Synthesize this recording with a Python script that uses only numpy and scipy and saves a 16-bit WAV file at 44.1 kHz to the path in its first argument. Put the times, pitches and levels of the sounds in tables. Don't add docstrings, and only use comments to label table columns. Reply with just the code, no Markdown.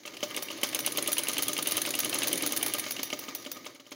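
import sys
import numpy as np
from scipy import signal
from scipy.fft import rfft, irfft
from scipy.io import wavfile

SR = 44100
rng = np.random.default_rng(int(sys.argv[2]) if len(sys.argv) > 2 else 0)


def magnitude_from_level(level_db):
    exponent = np.asarray(level_db, float) / 20
    return 10 ** exponent


def wav_record(signal):
    frames = np.transpose(np.atleast_2d(signal))
    bounded = np.clip(frames, -1, 1)
    quanta = np.round(bounded * 32767).astype(np.int16)
    wavfile.write(sys.argv[1], SR, quanta)


N = 174195

# pitch_hz [Hz], level_db [dB per Hz]
TICK_COLOUR = [(350, -40), (600, -11.5), (1620, -18), (2830, -1.5), (3470, -8.5), (6400, -20), (15500, -26)]
TICK_T60_S = 0.018


def rms_one(x):
    return x / np.sqrt(np.mean(x ** 2) + 1e-20)


def drift(rate):
    count = int(N / SR * rate) + 2
    return np.interp(np.arange(N), np.linspace(0, N, num=count), rng.standard_normal(count))


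def high_pass(x, order, hz):
    return signal.sosfilt(signal.butter(order, hz, "high", fs=SR, output="sos"), x)


def colour(x, points):
    size = 8192
    hz, db = np.transpose(points)
    bins_hz = np.arange(size // 2 + 1) * SR / size
    level_db = np.interp(np.log(bins_hz + 1), np.log(hz), db)
    cepstrum = irfft(level_db * np.log(10) / 20)
    cepstrum[1:size // 2] *= 2
    cepstrum[size // 2 + 1:] = 0
    kernel = irfft(np.exp(rfft(cepstrum)))
    return signal.fftconvolve(x, kernel / np.sqrt(np.sum(kernel ** 2)))[:N]


def patchy(rate, depth_db):
    edges_hz = [2000, 4000, 7500, 12000]
    rest = rng.standard_normal(N)
    out = 0
    for hz in edges_hz:
        low = signal.sosfiltfilt(signal.butter(2, hz, fs=SR, output="sos"), rest)
        out = out + low * magnitude_from_level(depth_db * drift(rate))
        rest = rest - low
    return rms_one(out + rest * magnitude_from_level(depth_db * drift(rate)))


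def clicks(s, db):
    out = np.zeros(N)
    places = np.clip((np.asarray(s) * SR).astype(int), 0, N - 1)
    np.add.at(out, places, magnitude_from_level(np.asarray(db)))
    return out


def burst(s, db, t60, points, rise_s=0.00062):
    tail_db, tail_times = -14, 3.74
    hits = clicks(s, db) + 1e-18
    crack = signal.lfilter([1], [1, -magnitude_from_level(-60 / (t60 * SR))], hits)
    after = signal.lfilter([1], [1, -magnitude_from_level(-60 / (tail_times * t60 * SR))], hits)
    envelope = crack + magnitude_from_level(tail_db) * after
    r = np.exp(-1 / (rise_s * SR))
    softened = signal.lfilter([(1 - r) ** 2], [1, -2 * r, r * r], envelope)
    grit = patchy(500, depth_db=2.5)
    return colour(softened * grit, points)


def ring(x, hz, t60):
    r = magnitude_from_level(-60 / (t60 * SR))
    w = 2 * np.pi * hz / SR
    return signal.lfilter([0, np.sin(w)], [1, -2 * r * np.cos(w), r * r], x + 1e-18)


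def struck(s, db, modes, spread_db):
    split = 0.00294
    luck_db = spread_db * rng.standard_normal((len(s), len(modes), 3))
    out = 0
    for k, (hz, level_db, t60) in enumerate(modes):
        for j in range(3):
            hits = clicks(s + 0.0004 * j, db + level_db - 5.5 + luck_db[:, k, j])
            out = out + ring(hits, hz * (1 + split * (j ** 1.35 - 1)), t60)
    return signal.lfilter([0.5, 0.5], [1], out)


def drive():
    # time_s [s], level_db [dB]
    effort_table = [(0, -59), (.05, -61), (.07, -55), (.21, -51.5), (.25, -48), (.45, -48), (.6, -48),
                    (.7, -45), (1.2, -44), (1.9, -41), (2.6, -43), (3.0, -46.5), (3.45, -52), (3.62, -54),
                    (3.7, -54.5), (3.78, -64.5), (3.89, -61.5), (3.95, -56)]
    # pitch_hz [Hz], level_db [dB per Hz]
    rattle_tone = [(410, -17.5), (700, -11.5), (1420, -2), (2960, 2.5), (5120, 1), (6480, -12), (7890, -15),
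                   (9600, -8), (13500, -13), (16000, -13)]
    # pitch_hz [Hz], level_db [dB per Hz]
    rumble_tone = [(15, -74), (25, -40), (75, -33.5), (109, -4.5), (160, -9.5), (240, -3.5), (310, 5.5),
                   (425, -5), (591, -3), (900, -22.5), (1170, -47), (1980, -120)]
    # pitch_hz [Hz], width_hz [Hz], level_db [dB]
    frame_modes = [(1248, 50, 10.5), (2334, 330, 12.5), (3150, 80, 6), (5940, 97, 1), (15000, 1200, 8),
                   (6450, 510, 11.5)]
    grains_per_s, grain_spread_db, flutter_db = 4000, 3, 3
    sizzle_db, frame_db, rattle_db = -2, -0.5, -0.5
    patch_per_s, patch_db = 25.0, 3.5
    rumble_db, rumble_follows, rumble_flutter_db = -46.5, 0.88, 1.5

    effort_db = np.interp(np.arange(N) / SR, *np.transpose(effort_table))

    sizes = magnitude_from_level(grain_spread_db * np.minimum(rng.exponential(1, N), 4))
    contacts = sizes * (rng.random(N) < grains_per_s / SR)
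    contacts = contacts * magnitude_from_level(flutter_db * drift(45)) * rng.standard_normal(N)
    grains = rms_one(contacts) + magnitude_from_level(sizzle_db) * patchy(patch_per_s, patch_db)

    frame = 0
    for hz, width, db in frame_modes:
        gain = magnitude_from_level(db + patch_db * drift(18)) * np.sqrt(width)
        frame = frame + gain * ring(grains, hz, np.log(1000) / np.pi / width)
    rattle = rms_one(colour(grains, rattle_tone)) + magnitude_from_level(frame_db) * rms_one(frame)

    rumble = colour(rng.standard_normal(N), rumble_tone)
    rumble = rumble * magnitude_from_level(rumble_flutter_db * (drift(14) + drift(4)))
    rumble_level = magnitude_from_level(rumble_db + rumble_follows * (effort_db + 45.5))
    return magnitude_from_level(effort_db + rattle_db) * rattle + rumble_level * rumble


def loose_parts():
    # start_s [s], peak_db [dB]
    bright_ticks = [(0.1364, -50), (0.172, -35), (0.2813, -33), (0.3114, -45), (0.5008, -34), (0.613, -26),
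                    (0.7253, -24), (1.1897, -13), (1.2934, -26), (1.3144, -20), (1.5874, -16), (1.686, -18),
                    (1.7784, -15), (1.7844, -28), (1.89, -16), (1.936, -24), (2.1378, -17), (2.3553, -15),
                    (2.4334, -27), (2.8544, -29), (2.9826, -35), (3.121, -30), (3.25, -37), (3.4226, -35),
                    (3.4516, -33), (3.708, -49), (3.8013, -56), (3.8721, -45)]
    # pitch_hz [Hz], level_db [dB per Hz]
    bright_tone = [(1000, -28), (3000, -8.5), (6400, -2.5), (7900, -16), (9800, 2.5), (12000, -10.5),
                   (15300, -6), (16500, -6.5)]
    # start_s [s], peak_db [dB]
    dull_ticks = [(0.0333, -34.5), (0.0684, -29), (0.0765, -28.5), (0.1494, -37), (0.2047, -26),
                  (0.3721, -19), (0.5122, -23), (0.5841, -29), (0.7552, -23), (0.8712, -22), (0.9014, -34),
                  (0.982, -23), (1.2151, -26), (1.2944, -24), (1.514, -28), (1.6824, -34), (1.7834, -24),
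                  (1.9794, -25), (2.2385, -22), (2.4324, -23), (2.9844, -29), (3.2134, -33), (3.2505, -41),
                  (3.3817, -32), (3.5724, -42), (3.8544, -43)]
    s, db = np.transpose(bright_ticks)
    dull_s, dull_db = np.transpose(dull_ticks)
    bright = burst(s, db - 5, 0.0068, bright_tone)
    return bright + burst(dull_s, dull_db - 9, TICK_T60_S, TICK_COLOUR)


def needle_bar():
    # start_s [s], peak_db [dB], thud_db [dB] of the thud that follows
    clack_table = [(0.0604, -30, -31.5), (0.224, -38, -28), (0.363, -14.5, -22.5), (0.5152, -28.5, -27.5),
                   (0.6317, -11.5, -28.5), (0.7459, -9.5, -25.5), (0.8617, -9, -25), (0.9718, -10, -21.5),
                   (1.074, -9, -25), (1.181, -8.5, -26), (1.2834, -9.5, -23), (1.3802, -10, -25),
                   (1.481, -9.5, -25.5), (1.5771, -17, -19.5), (1.6711, -9, -28), (1.7673, -8.5, -24.5),
                   (1.86, -14, -23), (1.9507, -13, -33), (2.045, -11.5, -24.5), (2.143, -12.5, -22.5),
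                   (2.2309, -11, -24.5), (2.3279, -9.5, -28.5), (2.4213, -13.5, -22), (2.5208, -11, -28.5),
                   (2.627, -9.5, -34), (2.7359, -10.5, -25), (3.2755, -37, -60), (3.6527, -32, -23.5),
                   (3.7467, -41, -34), (3.908, -38, -26)]
    # start_s [s], peak_db [dB]
    lone_thuds = [(0.053, -32.5), (0.075, -36), (0.136, -33.5), (0.2284, -18.5), (0.31, -31.5),
                  (0.503, -27.5), (0.632, -17), (2.863, -25.5), (2.992, -24.5), (3.128, -22), (3.283, -26),
                  (3.462, -27.5), (3.566, -34.5), (3.664, -38.5), (3.749, -42.5), (3.798, -39),
                  (3.865, -43), (3.917, -34.5)]
    # pitch_hz [Hz], level_db [dB per Hz]
    clack_tone = [(290, -5), (500, -1.5), (1690, -13.5), (3060, 6), (5630, -9.5), (6420, 6.5),
                  (7100, -12.5), (9490, 5.5), (16000, -2.5)]
    # pitch_hz [Hz], level_db [dB per Hz]
    thud_tone = [(88, -48), (150, -12.5), (1200, 4), (1700, -4), (3100, 2.5), (5230, 0), (6600, 2.5),
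                 (8170, -13.5), (15500, -9.5)]
    # pitch_hz [Hz], level_db [dB], t60_s [s]
    bed_modes = [(345, -13, 0.084), (311, -16, 0.14), (383, -9.5, 0.24), (501.4, -9.5, 0.19),
                 (592, 6.5, 0.066), (1223, 3.5, 0.12), (2197, 7.5, 0.019), (3117, 15.5, 0.015)]
    clack_db, clack_t60_s = -7.5, 0.019
    thud_db, thud_t60_s, thud_lag_s, bed_ring_db = -6.5, 0.037, 0.0095, -17
    table_hz, table_t60_s, table_db = 274.7, 0.27, -14.5
    table_from_s, early_table_db = 2.95, -19

    s, db, after_db = np.transpose(clack_table)
    lone_s, lone_db = np.transpose(lone_thuds)
    clack = burst(s, db + clack_db, clack_t60_s, clack_tone)

    all_s = np.r_[s + thud_lag_s, lone_s]
    all_db = np.r_[after_db + 0.4 * (db + 16), lone_db]
    thud = burst(all_s, all_db + thud_db, thud_t60_s, thud_tone, rise_s=0.0014)
    bed = struck(all_s, all_db + bed_ring_db, bed_modes, spread_db=3.5)

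    top_db = lone_db + table_db + early_table_db * (lone_s < table_from_s)
    table = ring(clicks(lone_s, top_db), table_hz, table_t60_s)
    return clack + thud + bed + table


def take_up():
    # start_s [s], peak_db [dB]
    lever_ticks = [(0.1671, -27.5), (0.344, -22.5), (0.484, -26.5), (0.613, -48), (0.7282, -20.5),
                   (0.8463, -23.5), (0.9583, -24), (1.06, -22), (1.1672, -20.5), (1.269, -21.5),
                   (1.367, -19), (1.468, -28), (1.565, -17), (1.657, -22.5), (1.753, -23.5), (1.85, -17),
                   (1.938, -16.5), (2.0322, -20), (2.1263, -14.5), (2.2183, -15), (2.3116, -20),
                   (2.407, -23.5), (2.5065, -24), (2.611, -25), (2.7204, -25.5), (2.8384, -24),
                   (2.964, -22.5), (3.101, -22.5), (3.447, -30), (3.6446, -34)]
    ring_hz, ring_t60_s, ring_db = 2845, 0.038, -18
    s, db = np.transpose(lever_ticks)
    modes = [(ring_hz, 0, ring_t60_s), (1.7 * ring_hz, -9, ring_t60_s)]
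    ringing = struck(s + 0.001013, db + ring_db, modes, spread_db=5.0)
    return burst(s, db - 5.5, TICK_T60_S, TICK_COLOUR, rise_s=0.00081) + ringing


def shuttle():
    # start_s [s], peak_db [dB]
    strikes = [(.243, -38), (.3396, -44), (0.423, -21), (.6674, -32), (0.7892, -20.5), (1.118, -19.5),
               (1.423, -20), (1.709, -21.5), (1.989, -18.5), (2.271, -18), (2.462, -18), (2.5626, -20),
               (2.6622, -18.5), (2.783, -22.5), (2.9075, -21), (3.0304, -18.5), (3.1896, -27),
               (3.3491, -24), (3.5152, -23.5)]
    # pitch_hz [Hz], level_db [dB per Hz]
    crack_tone = [(290, -30), (500, -8.5), (1720, -12.5), (6510, -6.5), (7750, -19), (11100, -13),
                  (13300, -20), (14700, 2.5), (16000, -11.5)]
    # pitch_hz [Hz], level_db [dB], t60_s [s]
    steel_modes = [(3680, -7.5, 0.16), (4560, -2, 0.081), (5838, -7, 0.25), (6430, 0, .035),
                   (8460, -6, 0.076), (11150, 0.5, 0.19), (11230, 12, 0.035), (12050, -12, .08),
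                   (14200, 9, 0.081), (14740, 5, .12), (15300, -4, .08)]
    crack_db, crack_t60_s, ring_db, wobble_db = -1, 0.018, -14.5, 3.5
    s, db = np.transpose(strikes)
    crack = burst(s, db + crack_db, crack_t60_s, crack_tone)
    ringing = struck(s, db + ring_db, steel_modes, spread_db=2.5)
    return crack + magnitude_from_level(wobble_db * drift(160)) * ringing


def feed():
    # start_s [s], peak_db [dB]
    feed_clicks = [(0.3022, -46), (0.5744, -42), (0.688, -30), (0.803, -27.5), (0.92, -27.5), (1.024, -25),
                   (1.129, -22.5), (1.234, -26.5), (1.331, -25.5), (1.431, -25), (1.5307, -24.5),
                   (1.6243, -23.5), (1.719, -21), (1.8159, -21.5), (1.905, -23.5), (2.0016, -22),
                   (2.0942, -24), (2.185, -24.5), (2.28, -23), (2.375, -23.5), (2.4716, -25.5),
                   (2.571, -22.5), (2.6796, -26), (2.795, -24.5), (2.8843, -45), (2.919, -29.5)]
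    # pitch_hz [Hz], level_db [dB per Hz]
    feed_tone = [(880, -37), (1500, -22.5), (4240, -16), (5540, -26.5), (6310, -13), (7840, -29),
                 (10000, -7), (11300, -21), (13000, -16), (16000, -20.5)]
    s, db = np.transpose(feed_clicks)
    return burst(s, db + 3, 0.02, feed_tone)


def room(x):
    room_db, room_t60_s = -12, 0.38
    t = np.arange(SR // 2) / SR
    tail = rng.standard_normal(SR // 2) * magnitude_from_level(-60 * t / room_t60_s) * (t > 0.003)
    return magnitude_from_level(room_db) * signal.fftconvolve(x, tail / np.sqrt(np.sum(tail ** 2)))[:N]


def scene():
    hits = loose_parts() + needle_bar() + take_up() + shuttle() + feed()
    machine = drive() + high_pass(hits, 4, 217)
    hiss = magnitude_from_level(-79) * rng.standard_normal(N)
    return (machine + room(machine) + hiss)[None]


def band_limit(x):
    return signal.sosfilt(signal.butter(12, 16800, fs=SR, output="sos"), x)


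def record(dry):
    # pitch_hz [Hz], level_db [dB]
    port_tone = [(7000, 0.23), (11500, -0.26), (12300, -4), (12800, 0), (13300, -3), (13600, -1),
                 (13950, -8), (14300, 0), (15500, 0.5), (15800, 2.5)]
    thin = high_pass(colour(dry[0], port_tone)[None], 2, 85)
    cut = signal.sosfilt(signal.cheby2(20, 45, 16050, fs=SR, output="sos"), thin)
    return band_limit(cut)


dry = scene()
out = record(dry)
wav_record(out)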